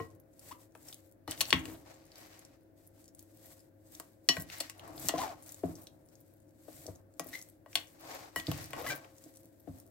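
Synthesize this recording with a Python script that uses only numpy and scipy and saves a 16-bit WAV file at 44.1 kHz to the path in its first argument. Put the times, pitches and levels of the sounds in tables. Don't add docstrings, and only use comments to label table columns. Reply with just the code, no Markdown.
import sys
import numpy as np
from scipy import signal
from scipy.fft import rfft, irfft, next_fast_len
from scipy.io import wavfile
from scipy.ndimage import map_coordinates

SR = 44100
rng = np.random.default_rng(int(sys.argv[2]) if len(sys.argv) > 2 else 0)


def transcribe(signal):
    frames = np.atleast_2d(signal).T
    limited = np.clip(frames, -1, 1)
    pcm = np.round(limited * 32767).astype(np.int16)
    wavfile.write(sys.argv[1], SR, pcm)


N = 436590
TOP_HZ = 16100

# start in seconds, clack level in dB, clack centre in Hz,
# levels in dB of crushed flour, dull knock and glass ring, ring centre in Hz.
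BLOWS = [(.001, -66, 1510, -64, -51, -36.5, 756), (.751, -81, 4600, -65, -55.5, -83, 1110),
         (1.2775, -58, 4310, -53, -42, -48, 2964), (1.4071, -31.5, 4418, -37.5, -50, -59.5, 2974),
         (1.4105, -34, 4640, -30.5, -54.5, -72.5, 3955), (1.4142, -36.5, 4600, -33, -62, -67, 4000),
         (1.5053, -37, 4722, -43, -59, -58, 4020), (1.5275, -22, 2560, -45.5, -43, -38.5, 1750),
         (1.655, -50.5, 2370, -49.5, -71, -72, 2035), (3.9991, -58.5, 1533, -45.5, -52.5, -65.5, 1150),
         (4.2886, -24.5, 4970, -32.5, -39.5, -24, 3780), (4.368, -48, 2300, -50, -44, -44, 1930),
         (4.6024, -48.5, 4750, -41, -53.5, -64.5, 2500), (4.6053, -40.5, 4860, -41, -47, -49, 2500),
         (4.609, -48, 3440, -45, -65.5, -79, 2494), (4.6977, -53.5, 2340, -45.5, -82, -75.5, 2000),
         (5.0859, -58, 5470, -28.5, -52, -44, 2000), (5.091, -36, 3920, -42, -38.5, -69, 2630),
         (7.196, -49, 2720, -39.5, -43, -54, 1600), (7.661, -70.5, 1900, -73.5, -56, -68, 1930),
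         (7.7548, -29.5, 3660, -34, -46.5, -58, 3000), (7.774, -44, 3174, -53, -65, -69, 3000),
         (8.3607, -45.5, 2390, -39, -40.5, -34, 2310), (8.5155, -45.5, 2840, -43.5, -46, -61, 1100),
         (8.7323, -46, 2190, -52, -48, -44, 930)]
# start in seconds, level in dB, thud centre in Hz, left minus right in dB.
FLOPS = [(.002, -40.5, 135, 1), (.004, -42, 356, 10), (1.28, -43.5, 402, 10), (1.282, -45, 110, 2),
         (1.41, -48.5, 110, 3), (1.53, -30, 270, 3.5), (1.545, -31, 100, 2), (4.291, -36, 300, 0.5),
         (4.374, -38, 111, 1), (5.044, -43, 236, 5), (5.1369, -30, 614, 5), (5.6348, -30, 452, 7),
         (5.646, -34, 174, -1), (5.69, -38, 244, -2.5), (6.682, -48.5, 582, 11.5), (6.856, -51.5, 596, 6),
         (6.877, -49, 620, 6.5), (6.885, -42, 500, 4.5), (6.887, -42, 114, 0.5), (7.198, -44.5, 339, 2),
         (7.259, -52, 665, 13), (7.765, -59, 116, 4), (8.365, -44.5, 115, -1), (8.482, -31, 320, -3.5),
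         (8.483, -32, 96, 3), (8.518, -38.5, 158, 4.5), (9.26, -52, 353, -3.5), (9.441, -55.5, 350, 2.5),
         (9.674, -42.5, 407, 11), (9.688, -40, 149, 0)]
# frequency in Hz, relative level in dB, time to decay by 60 dB (t60) in seconds.
GLASS_MODES = [(447, 1, .26), (1071, 0, .14), (1922, -1, .2), (2964, -4, .145), (4178, -3, .115),
               (5540, -1, .09), (7041, -5, .12), (8619, -15, .12), (10860, -13, .11)]
BOWL_MODES = [(74, -3, 0.16), (99, -0.5, 0.18), (147.3, -2, 0.13), (174.3, -4, 0.23), (261.7, -2, 0.24),
              (315.9, 2, 0.15), (432, 3, 0.028), (600, 4, 0.028), (692, 2.5, 0.05), (787, -3, 0.016)]


def amp(db):
    return 10 ** (np.asarray(db) / 20)


def unit(x):
    return x / np.sqrt(np.mean(x ** 2) + 1e-20)


def burst(x):
    return x / np.sqrt(np.sum(x ** 2) / (SR / 100) + 1e-20)


def power_sum(*levels):
    return 10 * np.log10(sum(amp(db) ** 2 for db in levels) + 1e-20)


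def along(points, hz):
    freqs, values = np.transpose(points)
    return np.interp(np.log(hz + 1), np.log(freqs + 1), values)


def wobble(rate, size=N):
    knots = rng.standard_normal(int(size * rate / SR) + 4)
    return map_coordinates(knots, [np.arange(size) * rate / SR], order=2)


def filtered(x, response):
    n = x.shape[-1]
    padded = next_fast_len(n + 4096)
    return irfft(rfft(x, padded) * response(np.fft.rfftfreq(padded, 1 / SR)), padded)[..., :n]


def coloured(x, spectrum):
    return unit(filtered(x, lambda hz: amp(along(spectrum, hz))))


def resonance(hz, centre, q):
    return 1j * hz * centre / q / (centre ** 2 - hz ** 2 + 1j * hz * centre / q)


def paired(mid, side, spread_hz):
    angle = lambda hz: np.clip(0.35 + hz / spread_hz, 0, 1) * np.pi / 4
    mid = filtered(mid, lambda hz: np.cos(angle(hz)))
    side = filtered(side, lambda hz: np.sin(angle(hz)))
    return np.array([mid + side, mid - side])


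def diffuse(size, spread_hz):
    mid, side = rng.standard_normal((2, size))
    return paired(mid, side, spread_hz)


def add(track, start, sound):
    part = track[:, max(round(start * SR), 0):][:, :sound.shape[1]]
    part += sound[:, :part.shape[1]]


def ring(modes, centre, q):
    t = np.arange(SR // 4) / SR
    hz, db, t60 = np.transpose(modes)[:, :, None]
    size = amp(db + 1.5 * rng.standard_normal(hz.shape)) * abs(resonance(hz, centre, q)) ** 2
    sign = (-1) ** np.arange(len(modes))[:, None]
    return burst(np.sum(sign * size * amp(-60 * t / t60) * np.sin(2 * np.pi * hz * t), axis=0))


def puff(centre, q, t60):
    t = np.arange(SR // 4) / SR
    noise = rng.standard_normal(len(t)) * amp(-60 * t / t60)
    return burst(filtered(noise, lambda hz: resonance(hz, centre, q) ** 2))


def background():
    # frequency in Hz, relative spectral level in dB.
    air_spectrum = [(20, -29), (45, -7.5), (100, -3.5), (140, -4), (210, -9), (315, 0.5), (430, -10.5),
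                    (560, -6), (800, -18), (1200, -28.5), (1550, -23), (3000, -38.5), (8000, -40.5),
                    (16000, -32)]
    # frequency in Hz, level in dB.
    partials = [(101, -71), (302, -74.5), (322, -72), (537, -74), (655, -81)]
    t = np.arange(N) / SR
    air = coloured(diffuse(N, spread_hz=750), air_spectrum)
    hum = np.zeros(N)
    for hz, db in partials:
        peak = np.sqrt(2) * amp(db + 2.6 * wobble(8))
        hum += peak * np.sin(2 * np.pi * hz * t + .9 * wobble(12))
    return (amp(-64.5) * air + hum) * amp([[1.6], [-1.6]])


def kitchen(x):
    # frequency in Hz, reverberation time in seconds.
    decay_times = [(100, 0.73), (400, 0.21), (1000, 0.29), (3000, 0.22), (7000, 0.1), (15000, 0.043)]
    hz, t, spectra = signal.stft(diffuse(SR // 2, spread_hz=2100), SR, nperseg=256)
    decay = amp(-60 * t / along(decay_times, hz)[:, None])
    _, tail = signal.istft(spectra * decay, SR, nperseg=256)
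    tail = np.pad(tail / np.linalg.norm(tail[0]), ((0, 0), (SR // 200, 0)))
    return signal.fftconvolve(x, tail, axes=1)[:, :N]


def in_bowl(x, left_db, echo_db, echo_t60):
    lead_s = .00007
    t = np.arange(SR // 16) / SR
    x = np.pad(x, (0, len(t)))
    left = lambda hz: amp(left_db / 2) * np.exp(1j * np.pi * hz * lead_s * hz / (hz + 2500))
    direct = filtered(x, lambda hz: np.array([left(hz), 1 / left(hz)]))
    paths = diffuse(len(t), spread_hz=1300) * amp(-60 * t / echo_t60) * (t > .001)
    echoes = signal.fftconvolve(x[None], paths / np.linalg.norm(paths[0]), axes=1)[:, :len(x)]
    return direct + amp(echo_db) * echoes


def since(start):
    return np.arange(0, N / SR, .001) - start


def swell(peak_s, rise_s, fall_s):
    t = since(peak_s)
    return -19 * np.maximum(-t / rise_s, t / fall_s) ** 1.5


def aftermath(start, attack_s, db_per_s):
    t = np.maximum(since(start), 0)
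    return 20 * np.log10(np.minimum(t / attack_s, 1) + 1e-9) - db_per_s * t


def motion():
    # fastest moment, rise and fall in seconds, level in dB.
    slides = [(.04, .03, .1, -68), (0.501, 0.15, 0.078, -55.5), (.62, .08, 0.065, -62.5),
              (.9, 0.15, .13, -56.5), (1.06, .04, .06, -68.5), (1.405, .05, .03, -45), (1.5, .07, .02, -48),
              (1.7, .1, .14, -55.5), (2.19, 0.035, .12, -63), (2.78, 0.025, .2, -69.5),
              (3.02, 0.12, 0.11, -65.5), (3.199, 0.051, .12, -68), (3.5, 0.22, 0.16, -57.5),
              (3.949, .14, 0.22, -59.5), (4.411, 0.14, .04, -51), (5.07, 0.12, .04, -42),
              (5.2, .05, .09, -49), (5.5, .12, 0.18, -55), (5.66, .06, .33, -58.5),
              (6.15, 0.13, .45, -71.5), (6.8, 0.22, 0.18, -54.5), (7.34, 0.18, .2, -55.5),
              (7.74, .07, .3, -59), (8.38, .02, .06, -45), (8.88, .05, .08, -48.5), (9.25, 0.26, 0.49, -65),
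              (9.74, 0.11, .18, -64)]
    # fastest moment, rise and fall in seconds,
    # levels in dB of the edge on the glass and of the load of meat.
    pushes = [(1.315, 0.029, .055, -47, -52), (1.91, 0.12, 0.15, -63, -61), (2.3, 0.34, .28, -60.5, -61.5),
              (4.539, 0.089, 0.26, -52, -60.5), (4.86, .12, 0.55, -63.5, -51.5),
              (5.22, .15, .17, -51, -41.5), (7.35, 0.091, .06, -54, -77), (8.14, 0.16, 0.19, -51, -48),
              (8.519, 0.15, 0.33, -51.5, -57), (8.76, .03, .12, -56, -43.5), (8.87, .16, 0.22, -52.5, -46)]
    slide = power_sum(*(db + swell(s, rise, fall) for s, rise, fall, db in slides))
    edge = power_sum(*(db + swell(s, rise, fall) for s, rise, fall, db, _ in pushes))
    load = power_sum(*(db + swell(s, rise, fall) for s, rise, fall, _, db in pushes))
    skid = power_sum(*(power_sum(clack, crush, knock, glass) + aftermath(s, .0049, db_per_s=172.5)
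                       for s, clack, _, crush, knock, glass, _ in BLOWS))
    settle = power_sum(*(db + aftermath(s, .01, db_per_s=53) for s, db, _, _ in FLOPS))
    hiss = power_sum(slide, edge - 3, skid - 24)
    scrape = power_sum(edge, slide - 10, skid - 25)
    drag = power_sum(load, slide - 11.5, skid - 27.5, settle - 29.5)
    rumble = power_sum(load - 6, slide - 8, settle - 20)
    return [np.interp(np.arange(N) / SR, since(0), db) for db in (hiss, scrape, drag, rumble)]


def grains(rate, spread_db):
    sizes = amp(spread_db * np.minimum(rng.exponential(size=N), 4))
    return unit((rng.random(N) < rate / SR) * sizes * rng.choice([-1, 1], N))


def rubbing(spectrum, rate, spread_db):
    contacts = paired(grains(rate, spread_db), grains(rate, spread_db), spread_hz=1200)
    return coloured(contacts, spectrum)


def stirring(hiss_db, scrape_db, drag_db, rumble_db):
    # frequency in Hz, relative spectral level in dB.
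    flour_spectrum = [(1500, -36), (3500, -7), (6000, -5), (8300, 2.5), (9600, -5), (12000, 1.5),
                      (15500, -3)]
    grit_spectrum = [(600, -27), (1400, -4.5), (2100, 0.5), (3200, -7), (4800, -3.5), (7000, -8),
                     (12000, -28.5)]
    meat_spectrum = [(150, -19.5), (350, -7), (700, 4.5), (1050, -2.5), (1400, -8.5), (2500, -20),
                     (6000, -63)]
    heap_spectrum = [(20, -29), (45, -13), (75, -0.5), (100, -5.5), (135, 0.5), (205, -14), (310, 6),
                     (400, -16.5), (650, -5.5), (1200, -42.5), (4000, -75)]
    judder = wobble(45)
    hiss = amp(hiss_db + 1.5 * judder) * rubbing(flour_spectrum, rate=11000, spread_db=5.5)
    scrape = amp(scrape_db + 2.2 * judder) * rubbing(grit_spectrum, rate=1200, spread_db=1.5)
    drag = amp(drag_db + 2.6 * judder) * rubbing(meat_spectrum, rate=900, spread_db=-1.5)
    rumble = amp(rumble_db + 2.6 * wobble(12)) * coloured(diffuse(N, spread_hz=2300), heap_spectrum)
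    wall = ring(GLASS_MODES, 3400, q=0.23)
    singing = signal.fftconvolve(scrape + drag, wall[None] / np.linalg.norm(wall), axes=1)[:, :N]
    return (hiss + scrape + drag + amp(-19) * singing) * amp([[1.5], [-1.5]]) + rumble


def snap(hz, echo_db):
    pop = puff(hz, q=1.5, t60=.005)
    fizz = amp(-11) * puff(9500, q=.8, t60=.012)
    return in_bowl(pop + fizz, left_db=3, echo_db=echo_db, echo_t60=.03)


def smacks(hiss_db):
    # start in seconds, level in dB, centre in Hz.
    releases = [(0.2, -64, 11300), (.394, -57, 8200), (.8855, -50.5, 7400), (.9274, -52.5, 3420),
                (1.3108, -38, 8100), (1.3185, -45, 3650), (1.377, -55, 3800), (1.4543, -46.5, 4110),
                (2.118, -62, 5000), (2.157, -58, 5700), (2.392, -56, 7950), (2.45, -57, 6150),
                (2.874, -60, 11600), (3.149, -58, 8230), (3.193, -55, 8350), (3.95, -52.5, 6800),
                (4.5, -50, 2640), (4.795, -55, 3300), (5.425, -56, 8900), (4.979, -53.5, 4150),
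                (5.2925, -60.5, 4070), (5.4923, -53.5, 6620), (5.521, -52, 11000), (5.87, -53.5, 4050),
                (6.866, -49, 6170), (7.73, -56.5, 3390), (8.399, -46, 2990), (8.469, -43.5, 4170),
                (9.046, -62, 2000), (9.371, -58.5, 8500)]
    clump_s, spread_db = .035, 14
    out = np.zeros((2, N))
    for start, db, hz in releases:
        add(out, start, amp(db) * snap(hz, echo_db=-4))
    faint_db = -72 + .85 * (hiss_db - hiss_db.mean())
    for when, pitch in rng.random(size=(110, 2)):
        tick = snap(6300 * 2.2 ** pitch, echo_db=-9)
        for lag, size in rng.random(size=(3, 2)):
            tick_db = faint_db[int(when * N)] + spread_db * size ** 2
            add(out, when * N / SR + lag * clump_s, amp(tick_db) * tick)
    return out


def squeaks():
    # start and length in seconds, first and last pitch in Hz,
    # level in dB, resonance in Hz.
    glides = [(0.509, 0.022, 862, 1240, -48.5, 1040), (1.58, 0.2, 321.3, 316.3, -53, 310),
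              (2.966, 0.048, 292, 295, -70.5, 283), (5.146, 0.022, 1053, 1010, -46.5, 1000),
              (5.172, 0.029, 559, 884, -39.5, 720), (5.196, 0.026, 955, 1058, -39, 980),
              (5.222, 0.03, 1093, 754, -43, 855), (5.262, 0.049, 815, 678, -48, 680),
              (7.33, 0.0093, 1830, 1950, -44, 2044), (7.335, 0.0236, 1892, 2160, -45.5, 2350),
              (8.782, 0.052, 439, 547, -49.5, 636), (8.839, 0.02, 578, 660, -46.5, 750),
              (8.863, 0.01, 578, 580, -40, 1390), (8.866, 0.038, 995, 994, -40.5, 1860),
              (8.898, 0.039, 789, 775, -39, 1790)]
    out = np.zeros((2, N))
    harmonic = np.arange(1, 11)[:, None]
    for start, length, first_hz, last_hz, db, body_hz in glides:
        n = int(length * SR)
        pitch = np.linspace(first_hz, last_hz, n) * (1 + .024 * wobble(500, size=SR // 4)[:n])
        phase = 2 * np.pi * np.cumsum(pitch) / SR
        edge = amp(-19 + .8 * min(db + 38, 0))
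        sizes = abs(resonance(harmonic * pitch, body_hz, q=2.6)) ** 2 + edge
        sizes *= harmonic * pitch < TOP_HZ
        tone = unit(np.sum(sizes * np.sin(harmonic * phase), axis=0))
        slip_noise = rng.standard_normal(SR // 4)[:n]
        slip_noise = filtered(slip_noise, lambda hz: resonance(hz, 1.84 * body_hz, q=0.44))
        rasp = unit(slip_noise * (1 + np.cos(phase)))
        grip = signal.windows.tukey(n, .35) * amp(3 * wobble(300, size=SR // 4)[:n])
        squeak = amp(db) * grip * (tone + amp(-8) * rasp)
        add(out, start, in_bowl(squeak, left_db=5, echo_db=-6, echo_t60=.035))
    return out


def thuds():
    out = np.zeros((2, N))
    for start, db, hz, left_db in FLOPS:
        thud = ring(BOWL_MODES, hz, q=0.72) + amp(-14.5) * puff(hz, q=.9, t60=.08)
        add(out, start, in_bowl(amp(db) * thud, left_db, echo_db=-9, echo_t60=0.051))
    return out


def knocks():
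    # frequency in Hz, relative level in dB, t60 in seconds.
    blade_modes = [(1105, -3, 0.071), (1500, -9.5, 0.046), (1956, 1.5, 0.0068), (2450, -0.5, 0.012),
                   (2860, 4.5, 0.0078), (3420, 1, 0.0072), (4350, -1.5, 0.015), (5740, -0.5, 0.0039),
                   (8100, 0, .007)]
    out = np.zeros((2, N))
    for start, clack_db, clack_hz, crush_db, knock_db, ring_db, ring_hz in BLOWS:
        clack = ring(blade_modes, clack_hz, q=1.0) + amp(-6.5) * puff(clack_hz, q=0.8, t60=.02)
        crush = puff(8800, q=1.0, t60=0.0033)
        knock = ring(BOWL_MODES, 720, q=1.1) + amp(-1.5) * puff(900, q=1, t60=0.023)
        glass = ring(GLASS_MODES, ring_hz, q=1.0)
        blow = (amp(clack_db) * clack + amp(crush_db) * crush
                + amp(knock_db) * knock + amp(ring_db) * glass)
        add(out, start, in_bowl(blow, left_db=6.0, echo_db=-4, echo_t60=0.039))
    return out


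def scene():
    hiss_db, scrape_db, drag_db, rumble_db = motion()
    transients = knocks() + thuds() + smacks(hiss_db) + squeaks()
    reverberation = amp(-12.0) * kitchen(transients)
    return transients + reverberation + stirring(hiss_db, scrape_db, drag_db, rumble_db) + background()


def record(dry):
    return filtered(dry, lambda hz: np.clip((TOP_HZ - hz) / 500 + .5, 0, 1) ** 2)


dry = scene()
out = record(dry)
transcribe(out)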